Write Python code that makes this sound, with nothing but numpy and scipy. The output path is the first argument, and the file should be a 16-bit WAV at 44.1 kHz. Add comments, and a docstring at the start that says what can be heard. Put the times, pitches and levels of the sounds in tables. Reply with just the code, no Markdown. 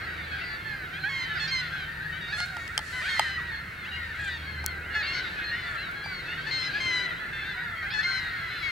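"""From the start, a large flock of sea ducks and swans calls across calm water before a rocky bank.
Nasal, yodelling notes of the nearer birds stand out of the far blur, over light wind and a distant engine.
After about two seconds the camera's zoom whirs briefly, amid knocks on the camera's body.
Just past halfway comes the sharpest of a few small ticks. The birds call on to the end,
with a faint splash now and then."""
import sys
import numpy as np
from scipy import signal
from scipy.fft import rfft, irfft, next_fast_len
from scipy.io import wavfile

SR = 44100
rng = np.random.default_rng(int(sys.argv[2]) if len(sys.argv) > 2 else 0)


def pcm_store(signal):
    """Save signal as 16-bit PCM."""
    levels = np.round(np.clip(np.atleast_2d(signal), -1, 1) * 32767)
    wavfile.write(sys.argv[1], SR, levels.astype(np.int16).T)


N = 384100

# Levels in the tables are relative. A "colour" says how strong a sound is from low to high.
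# Colours of wind, of water and open air, of hiss and of spray. Each row: frequency in Hz, level in dB.
WIND_COLOUR = [(20, -29), (35, -6.5), (55, -1.5), (80, -0.5), (130, -1), (190, -6.5), (260, -17.5),
               (500, -38)]
WATER_COLOUR = [(120, -5), (230, -4), (330, 3.5), (520, -2.5), (850, -6), (1200, -6.5), (2500, -4.5),
                (5000, -40.5)]
HISS_COLOUR = [(1000, 2.5), (5000, -6.5), (8000, 3.5), (11000, -6), (16000, -29)]
SPRAY_COLOUR = [(3000, -21), (5000, -22), (6800, 7), (9000, 2), (12000, -24)]
# Lapping water and open air. Each row: time in seconds, level in dB.
WATER_LEVELS = [(0.0, -51.5), (0.87, -54.5), (3.93, -56.5), (5.24, -50), (5.65, -55), (6.99, -49),
                (7.62, -56.5), (8.71, -56)]
# Swells of the engine. Each row: peak time in seconds, half width in seconds, harmonic (1 is the hum
# itself, 2 is twice as high), level in dB.
ENGINE_SWELLS = [(.2, 0.22, 1, -44), (1.65, 0.56, 2, -45), (2.45, 0.73, 1, -49.5), (3.75, 0.35, 1, -48),
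                 (4.65, .33, 1, -40), (4.7, 0.12, 2, -48), (6.5, 0.36, 2, -48.5), (7.4, 0.3, 2, -54)]
# Small splashes. Each row: peak time in seconds, half width in seconds, level in dB.
SPLASH_BURSTS = [(4.248, 0.045, -58.5), (5.72, 0.046, -66), (8.253, .03, -65)]
# The zoom motor's whir. Each row: time in seconds, level in dB.
ZOOM_LEVELS = [(2.25, -87), (2.39, -46), (2.5, -60), (2.8, -62), (2.87, -51.5), (3.2, -50.5), (3.3, -56),
               (3.4, -95)]
# Colour of that whir. Each row: frequency in Hz, level in dB.
WHIR_COLOUR = [(2500, -5), (4500, 7.5), (6000, 3), (8000, 3), (12000, -7), (14000, -26), (16000, -22)]
# The thin lens whine. Each row: start in seconds, end in seconds, level in dB.
WHINE_SPANS = [(.5, 2.2, -71), (8.05, 8.8, -69)]
# Sharp ticks. Each row: start in seconds, level in dB.
TICK_HITS = [(1.428, -35), (2.46, -31), (4.6628, 0), (4.681, -33), (5.914, -33)]
# Knocks on the camera. 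Each row: start in seconds, level in dB, boost of the low tones in dB.
KNOCK_HITS = [(2.403, -21.5, -6), (2.568, -31, 6.5), (2.678, -29.5, -21), (2.778, -9.5, -16),
              (2.791, -23.5, 1), (3.1949, -10.5, 7), (4.642, -32, 8.5), (6.06, -39, 14.5)]
# Tones of the camera's body. Each row: frequency in Hz, level in dB, seconds to fade by 60 dB.
BODY_TONES = [(574, -11.5, 0.0085), (866, -5, 0.023), (1250, -13, 0.048), (1707, -15, 0.019),
              (2090, -9, 0.014), (3160, -3, 0.014), (4720, -7.5, 0.0094), (5250, -8, .009),
              (8000, -13.5, 0.011), (10730, -27.5, 0.0062)]
# The tune that each far bird varies. Each row: start and end in seconds, pitch in Hz at the start,
# middle and end, level in dB.
YODEL_TUNE = [(0, .09, 680, 750, 825, -1), (.1, .21, 880, 858, 885, 1), (.23, .45, 1060, 1066, 1000, 1),
              (.46, .62, 755, 738, 665, -1)]
# Where one far voice differs from the next. 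Each entry: frequency in Hz.
THROAT_BANDS_HZ = [1900, 3100, 4200, 5200, 6300]
# Colours of a far bird's throat, and of the low and high parts of the flock's blur.
# Each row: frequency in Hz, level in dB.
FAR_THROAT_COLOUR = [(600, -24), (1100, -23), (1400, -4), (1700, 0), (2100, -2), (2450, -12), (2900, -11),
                     (3500, -13), (4200, -11), (4900, -25), (6500, -48)]
LOW_BLUR_COLOUR = [(900, -46.5), (1150, -12.5), (1350, -2), (1650, 0.5), (2000, -4.5), (2350, -17.5),
                   (2800, -11), (4000, -73)]
HIGH_BLUR_COLOUR = [(1800, -6.5), (2500, 7), (3300, -5.5), (4200, 0), (4800, -8), (5500, -13),
                    (8000, -23.5), (12000, -34)]
# Swells of the far flock. Each row: time in seconds, chorus level in dB, overtone level in dB.
FLOCK_LEVELS = [(0.0, -37, -44.5), (0.87, -40, -45.5), (1.55, -37, -40.5), (1.96, -38, -46.5),
                (2.3, -38, -45.5), (2.84, -40.5, -46.5), (3.18, -33.5, -37.5), (3.64, -38.5, -48),
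                (4.27, -38, -42), (4.9, -39.5, -51), (5.07, -35.5, -39.5), (6.11, -37.5, -45),
                (6.86, -36, -36.5), (7.08, -37, -46), (7.86, -37, -46.5), (8.08, -34.5, -42),
                (8.3, -35, -43.5), (8.71, -34.5, -39.5)]
# Throat colour of all the nearer birds. Each row: frequency in Hz, level in dB.
NEAR_THROAT_COLOUR = [(600, -15.5), (820, -20.5), (1050, -21.5), (1500, 0.5), (2100, 1), (2600, -2),
                      (3200, -5), (4200, -2.5), (4800, -3), (5350, -11.5), (6300, -9.5), (7400, -21),
                      (8400, -20.5), (11000, -49)]
# Cracks as a voice flips register. Each row: start and end in seconds, pitch in Hz, level in dB.
VOICE_CRACKS = [(1.358, 1.392, 794, -50), (1.596, 1.667, 712, -49), (2.368, 2.443, 730, -53),
                (3.048, 3.105, 824, -46), (4.921, 4.958, 755, -47.5), (5.023, 5.07, 751, -40.5),
                (6.702, 6.815, 780, -48), (7.901, 7.937, 846, -41.5), (8.005, 8.04, 882, -44),
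                (8.576, 8.632, 840, -53)]
# Notes of the nearer birds. Each row: start and length in seconds, middle pitch in Hz, rise from start
# to end in Hz, upward arch in Hz, level in dB, overtone boost in dB, upper throat ring in Hz,
# left over right in dB.
NEAR_NOTES = [(0.0, 0.091, 699, -83.0, 20.5, -48, -20, 4500, 2),
              (0.31, 0.25, 737, -88.0, 31, -45.5, -20, 4220, 11),
              (0.316, 0.1, 844, -28, 19, -47, -12, 3100, 1),
              (0.411, 0.033, 682, -3.0, 14, -40.5, -21.5, 2900.0, 4),
              (0.44, 0.131, 1165.0, -64, 16.0, -45.5, -15, 4600, -1.0),
              (0.658, 0.072, 863.0, -72, 13, -36.5, -25, 3900, -5),
              (0.723, 0.17, 771, -138.0, 31, -43.5, -29.0, 4900.0, -4),
              (0.933, 0.054, 805, 77.0, -8, -43.5, -14, 3000, 1.0),
              (1.038, 0.05, 817, 111, 4, -30.5, -28, 3370, -4.0),
              (1.092, 0.155, 1067.0, -89, 8.5, -32.0, -16.5, 3780, -2.5),
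              (1.243, 0.12, 760, -58, 15.5, -51, -5, 3160, -2.0),
              (1.354, 0.039, 735.0, -209.0, 10.0, -36, -21, 4840, -4.0),
              (1.399, 0.066, 863.0, -18, -6.5, -37, -7.0, 4070, -5.5),
              (1.477, 0.026, 789, 29.0, -2, -40.5, -3.5, 5150, -4),
              (1.51, 0.1, 1049, -56.0, 13, -31.5, -10.5, 4430, -3.0),
              (1.727, 0.123, 824, -96.5, 26.5, -43, -12.5, 3480, -2),
              (1.861, 0.16, 881.0, -79, -6.0, -56, -22, 3640, 9),
              (2.124, 0.065, 762, 28, -4.5, -42, -16, 3400, 5),
              (2.211, 0.13, 930, 1, -4, -42, -13.5, 3700.0, -1.0),
              (2.282, 0.071, 788, 169, 16.5, -39.5, -19, 4530, -3),
              (2.325, 0.048, 854, -21.0, 7, -35.5, -14, 3800.0, -1),
              (2.382, 0.067, 709, 8, -12, -34, -14.5, 4150, -1.5),
              (2.503, 0.098, 721, -113.0, -16, -36.5, -47, 3900.0, -2),
              (2.589, 0.087, 1108.0, -15, -10, -42, -18, 6700, 8.0),
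              (2.929, 0.095, 1014, 13, 15, -32.5, -25, 3600.0, 4),
              (3.016, 0.14, 1119, -115.0, -10, -42.5, -12, 4030, -1),
              (3.016, 0.086, 757, 368, -19.5, -35.0, -27, 3300, -1.0),
              (3.089, 0.149, 1056, -70.5, 6.5, -34, -13, 3760, -3),
              (3.241, 0.13, 1010, -32.0, -5, -42.5, -6, 3510, 0),
              (3.379, 0.024, 1227, -253.0, 12, -29, -52, 3730, 3),
              (3.517, 0.089, 1087, -19, 21, -44.5, -14.5, 4380, 5.0),
              (3.848, 0.045, 985.0, 330.0, 24, -43.5, -14.0, 2900.0, 0),
              (3.918, 0.053, 943, 22, -18, -40.5, -15.5, 2800.0, 0.0),
              (3.967, 0.048, 1077, 8.0, 8, -44, -26, 2600.0, 7),
              (4.194, 0.1, 821.0, -53, 15, -35, -25.5, 3380, 1),
              (4.279, 0.1, 958, -100.0, 21.5, -38.5, -16.5, 3800, 1.0),
              (4.431, 0.18, 1080, -132.0, -4, -45, -22, 4300.0, 3),
              (4.66, 0.063, 1080, -31, 18, -46, -10.5, 4000.0, 6),
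              (4.809, 0.095, 940, 292.0, 15.0, -50.0, -17, 2880, 1),
              (4.904, 0.079, 703, 1, -24, -44, -15, 2700.0, -1),
              (4.949, 0.071, 856.0, -37, 14.5, -31, -18.5, 3930, 0),
              (5.032, 0.096, 914.0, 20, 4, -46, -8.0, 2800.0, -2.0),
              (5.067, 0.142, 1060.0, -68, 28.5, -37, -12, 4500.0, 4),
              (5.136, 0.067, 741, -9, 11, -41, -5, 4780, 4),
              (5.196, 0.094, 983, -110.0, 10, -46.5, -6, 3600.0, -2.0),
              (5.369, 0.12, 844, 0, 5.5, -48.5, -13, 2900.0, -2),
              (5.518, 0.095, 736.0, 35, 10, -46, -15, 2860, 0.0),
              (5.639, 0.14, 666, -130.0, 29, -41, -34, 3270, 4.0),
              (5.781, 0.067, 688.0, 87, -15.5, -44.5, -16, 2790, 1.0),
              (6.041, 0.17, 1124, -125.0, 7, -39, -17, 4430, 4),
              (6.259, 0.083, 885.0, 61.0, -14, -47, -11, 2900.0, -3.0),
              (6.282, 0.081, 711, 75, 20.5, -51, -8, 2850, 4),
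              (6.468, 0.033, 873, 20.0, -26, -31.5, -19.5, 4020, 7),
              (6.511, 0.17, 1039, -52.5, 7, -36.5, -6.5, 4500, 5.0),
              (6.737, 0.057, 846, 50, 13.5, -35, -20, 3694, 3),
              (6.804, 0.21, 1023.0, -82, -0.5, -29.0, -14.5, 3670, 4.0),
              (6.999, 0.13, 714, -198.0, 12.0, -40, -21, 3400.0, 3.0),
              (7.013, 0.052, 1004.0, 7, 13, -34.0, -14.5, 3850, 5.0),
              (7.329, 0.11, 885, -21, 11.5, -40.5, -15, 3360, 0.0),
              (7.447, 0.084, 902.0, -35, 23.5, -42.5, -13.5, 3500, 7),
              (7.763, 0.08, 1100, -50, 18.0, -45, -20, 4160, 3.0),
              (7.826, 0.059, 797.0, 86.0, -21, -40, -17, 3540, 0),
              (7.938, 0.071, 860, 6, -10.5, -34, -13, 3920, 9),
              (8.03, 0.17, 1052, -34.5, 28.5, -36.5, -9.5, 4320, 7),
              (8.069, 0.23, 980, -51.5, 31, -41.5, -17.5, 3700, 6),
              (8.33, 0.2, 1088.0, -115.0, 30.5, -44, -21, 3850, 8),
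              (8.51, 0.075, 863, 26, -24, -49, -12, 3460, -5),
              (8.629, 0.077, 1096, -63, 13.5, -41.5, -6.5, 2550, 8)]

WIND_DB, WATER_DB, HISS_DB = -47, 3.5, -73.5
ENGINE_HZ, WHINE_HZ, WHINE_FADE_S = 77.55, 11600, .08
BANK_FADE_S, FAR_ECHO_DB, NEAR_ECHO_DB = 1, -11, -11
NEAR_DB, CHORUS_DB, OVERTONES_DB = 0.65, 2.5, 0.5
LOW_BLUR_DB, HIGH_BLUR_DB = -8, -6
ATTACK_S, RELEASE_S, OVERTONES_FROM_HZ = .008, .022, (1624, 3440)
RING_DB, RING_WIDTH_HZ = 13.5, 594  # the throat's upper ring singles out one overtone
# Fainter birds are farther off: the air takes AIR_LOSS dB of treble for each dB below the nearest.
AIR_LOSS, NEAREST_DB, AIR_LOSS_HZ = 0.5, -31.5, (4500, 6040)
CRACK_RISE = 0.0597  # share of its pitch that a crack climbs in each half
GAIN_STEP = 8  # samples between updates of a harmonic's strength
CUTOFF_HZ = 15900


def from_db(db):
    """Turn decibels into a number to multiply by."""
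    return np.exp(np.asarray(db) * (np.log(10) / 20))


def rms_one(x):
    """Scale a sound to an average power of 1."""
    return x / np.sqrt(np.mean(x ** 2) + 1e-20)


def in_time(rows):
    """Join a table's points with straight lines, giving a value for every sample."""
    times, *columns = np.transpose(rows)
    return [np.interp(np.arange(N) / SR, times, column) for column in columns]


def at_hz(colour, hz):
    """Look up a colour's level in dB at any frequency."""
    points_hz, db = np.transpose(colour)
    return np.interp(np.log(hz + 1e-3), np.log(points_hz), db)


def drift(rate, size):
    """Wander by about 1 either way, turning `rate` times a second."""
    steps = np.arange(size) * rate / SR
    return np.interp(steps, np.arange(size // 16 + 2), rng.standard_normal(size // 16 + 2))


def add(out, start_s, sound):
    """Mix a stereo sound in at a given time."""
    start = round(start_s * SR)
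    first, last = max(start, 0), min(start + sound.shape[1], N)
    if last > first:
        out[:, first:last] += sound[:, first - start:last - start]


def panned(sound, pan_db):
    """Place a sound between left (plus) and right (minus)."""
    return sound * from_db([[pan_db / 2], [-pan_db / 2]])


def filtered(sound, order, hz, kind):
    """Keep the lows, the highs or a band; a higher order cuts more steeply."""
    return signal.sosfilt(signal.butter(order, hz, kind, fs=SR, output="sos"), sound)


def noise(colour, side_db):
    """Coloured stereo noise; more side_db makes it wider."""
    size = next_fast_len(N)
    gains = from_db(at_hz(colour, np.fft.rfftfreq(size, 1 / SR)))
    mid, side = irfft(rfft(rng.standard_normal((2, size))) * gains, size)[:, :N]
    return rms_one(mid) + from_db(side_db) * rms_one(side) * [[1], [-1]]


def wind():
    """Light wind makes a low, steady rumble."""
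    return from_db(WIND_DB) * noise(WIND_COLOUR, side_db=-28)


def water_and_air():
    """Lapping water and open air make a slowly swelling wash with a faint hiss."""
    wash = from_db(in_time(WATER_LEVELS)[0] + WATER_DB) * noise(WATER_COLOUR, side_db=-6.5)
    return wash + from_db(HISS_DB) * noise(HISS_COLOUR, side_db=5)


def engine():
    """A far engine drones, its two lowest tones fading in and out in the air."""
    out, t = np.zeros(N), np.arange(N) / SR
    phase = 2 * np.pi * np.cumsum(ENGINE_HZ * (1 + 0.01484 * drift(10, N))) / SR
    for k in (1, 2):
        swell = sum(from_db(db) * np.exp(-((t - peak) / width) ** 2 / 2)
                    for peak, width, harmonic, db in ENGINE_SWELLS if harmonic == k)
        out += swell * from_db(2 * drift(13, N)) * np.sin(k * phase)
    return out


def splashes():
    """Birds stir the water into brief, uneven bursts of spray."""
    t = np.arange(N) / SR
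    swell = sum(from_db(db) * np.exp(-((t - peak) / width) ** 2 / 2) for peak, width, db in SPLASH_BURSTS)
    return swell * from_db(4.8 * drift(150, N)) * noise(SPRAY_COLOUR, side_db=-3)


def lens():
    """The zoom motor whirs; a thin whine comes and goes."""
    t = np.arange(N) / SR
    whir = from_db(in_time(ZOOM_LEVELS)[0]) * noise(WHIR_COLOUR, side_db=-4.5)
    phase = 2 * np.pi * np.cumsum(WHINE_HZ + 70 * drift(500, N)) / SR
    whine_gain = sum(from_db(db) * np.clip(np.minimum(t - start, end - t) / WHINE_FADE_S, 0, 1)
                     for start, end, db in WHINE_SPANS)
    return whir + whine_gain * np.sin(phase)


def ticks():
    """Bare, bright snaps sound right at the microphone."""
    out = np.zeros((2, N))
    snap = filtered(signal.unit_impulse(SR // 100), 4, 4700, "high")
    snap = signal.lfilter([.7], [1, -.35], snap)  # soften the very top
    for start, db in TICK_HITS:
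        add(out, start, panned(snap * from_db(db + 6), pan_db=4.7))
    return out


def knocks():
    """Short blows ring the camera's body; soft, heavy ones bring out its low tones."""
    out, t = np.zeros((2, N)), np.arange(SR // 16) / SR
    onset = np.minimum(t / 0.00014, 1)
    for start, level_db, low_db in KNOCK_HITS:
        for hz, tone_db, fade_s in BODY_TONES:
            strength = from_db(level_db + tone_db + low_db * np.interp(hz, [900, 1700], [1, 0]))
            # low tones move both microphones alike, high ones do not
            skew = min(hz / 2500, 1) * rng.standard_normal((2, 1))
            ring = np.sin(2 * np.pi * hz * t + rng.uniform(0, 2 * np.pi) + skew)
            add(out, start, strength * ring * from_db(-60 * t / fade_s) * onset)
        click = from_db(level_db - 6 - 60 * t / .01) * rng.standard_normal((2, len(t)))
        add(out, start, click)
    return filtered(out, 4, [560, 11000], "band")


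def bank_echo(calls):
    """Rocks and trees scatter the calls back as a thin, dull tail."""
    t = np.arange(SR) / SR
    scatter = rng.standard_normal((2, SR)) * from_db(-60 * t / BANK_FADE_S) * np.minimum(t / 0.042, 1)
    scatter /= np.sqrt(np.sum(scatter ** 2, axis=1, keepdims=True))
    tail = signal.fftconvolve(calls, scatter, axes=1)[:, :N]
    return filtered(tail + 0.43 * tail[::-1], 1, 4500, "low")  # each side gets some of the other


def bird_note(length_s, pitches, colour, jitter, flutter_db, attack_s, release_s, spread, harmonics):
    """One nasal note: as the pitch bends, its harmonics (multiples) slide through the throat's colour."""
    length_s = max(length_s, .01)
    size = int((length_s + (attack_s + release_s) / 2) * SR)
    t = np.arange(size) / SR
    progress = (t - attack_s / 2) / length_s
    arch = np.polyval(np.polyfit([0, .5, 1], pitches, 2), progress)
    pitch = arch * (1 + jitter * (drift(71.1, size) + drift(693, size)))
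    phase = 2 * np.pi * np.cumsum(pitch) / SR
    swell = np.sin(np.pi / 2 * np.clip(np.minimum(t / attack_s, (t[-1] - t) / release_s), 0, 1))
    out, slow_pitch = np.zeros((2, size)), pitch[::GAIN_STEP]
    for k in range(1, harmonics + 1):
        # reflections off the ripples make each harmonic flutter and reach the two sides out of step
        offset = rng.uniform(0, 2 * np.pi) + spread * rng.standard_normal((2, 1))
        gain = from_db(colour(k * slow_pitch) + flutter_db * drift(35.3 * GAIN_STEP, len(slow_pitch)))
        out += np.repeat(gain, GAIN_STEP)[:size] * np.sin(k * phase + offset)
    return np.sqrt(2) * swell * out


def far_birds(count):
    """Many birds yodel at random, each at its own pitch, pace and distance."""
    out = np.zeros((2, N))
    for i, (when, key, pace, loud, side) in enumerate(rng.uniform(-1, 1, (count, 5))):
        begin = (i + when) / count * (N / SR + .5) - .5
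        stretch = .8 + .25 * pace
        for start, end, *pitches, db in YODEL_TUNE:
            own_db = rng.normal(0, 3.2, len(THROAT_BANDS_HZ))  # each note gets its own throat colour
            own_db -= own_db[0] / 2
            tuning = .95 + .14 * key + rng.normal(0, .008, 3)
            colour = lambda hz: at_hz(FAR_THROAT_COLOUR, hz) + np.interp(hz, THROAT_BANDS_HZ, own_db)
            voice = bird_note((end - start) * stretch, pitches * tuning, colour, jitter=.004,
                              flutter_db=4, attack_s=.015, release_s=.04, spread=.75, harmonics=5)
            add(out, begin + start * stretch, panned(voice * from_db(db + 2 * loud), pan_db=4 * side))
    return out


def far_flock():
    """The chorus and its overtones swell separately; the farthest voices merge into a blur."""
    voices = far_birds(count=60)
    voices += from_db(FAR_ECHO_DB) * bank_echo(voices)
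    low, high = (rms_one(filtered(voices, 6, 2450, kind)) for kind in ("low", "high"))
    chorus = rms_one(low + from_db(LOW_BLUR_DB) * noise(LOW_BLUR_COLOUR, side_db=-1.5))
    overtones = rms_one(high + from_db(HIGH_BLUR_DB) * noise(HIGH_BLUR_COLOUR, side_db=-6.5))
    chorus_db, overtones_db = in_time(FLOCK_LEVELS)
    return from_db(chorus_db + CHORUS_DB) * chorus + from_db(overtones_db + OVERTONES_DB) * overtones


def voice_cracks():
    """A near voice flips between its low and high register with a rough, rising crack."""
    out = np.zeros((2, N))
    for start, end, hz, db in VOICE_CRACKS:
        pitches = (hz * (1 - CRACK_RISE), hz, hz * (1 + CRACK_RISE))
        colour = lambda f: at_hz(NEAR_THROAT_COLOUR, f) + db
        voice = bird_note(end - start, pitches, colour, jitter=.035, flutter_db=3,
                          attack_s=.008, release_s=.03, spread=.4, harmonics=6)
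        add(out, start, voice)
    return out


def near_birds():
    """Clean notes glide and arch, each with its own throat ring and direction."""
    out = np.zeros((2, N))
    for start, length, hz, glide, arch, level_db, overtones_db, ring_hz, pan_db in NEAR_NOTES:
        pitches = (hz - glide / 2 - arch, hz, hz + glide / 2 - arch)
        air_db = AIR_LOSS * min(level_db - NEAREST_DB, 0)
        colour = lambda f: (at_hz(NEAR_THROAT_COLOUR, f) + level_db
                            + np.interp(f, OVERTONES_FROM_HZ, [0, overtones_db])
                            + RING_DB * np.exp(-((f - ring_hz) / RING_WIDTH_HZ) ** 2)
                            + np.interp(f, AIR_LOSS_HZ, [0, air_db]))
        voice = bird_note(length, pitches, colour, jitter=.0042, flutter_db=2.2,
                          attack_s=ATTACK_S, release_s=RELEASE_S, spread=.5, harmonics=9)
        add(out, start - ATTACK_S / 2, panned(voice, pan_db))
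    return out


def scene():
    """Mix the birds and their echo with wind, water, the engine and the camera's own noises."""
    near = near_birds() + voice_cracks()
    birds = from_db(NEAR_DB) * near + from_db(NEAR_ECHO_DB) * bank_echo(near) + far_flock()
    return birds + wind() + water_and_air() + splashes() + engine() + knocks() + ticks() + lens()


def record(dry):
    """Round off the loudest peaks and cut the highest treble steeply."""
    rounded = .8 * np.tanh(dry / .8)
    return signal.sosfilt(signal.ellip(10, .1, 80, CUTOFF_HZ, fs=SR, output="sos"), rounded)


dry = scene()
out = record(dry)
pcm_store(out)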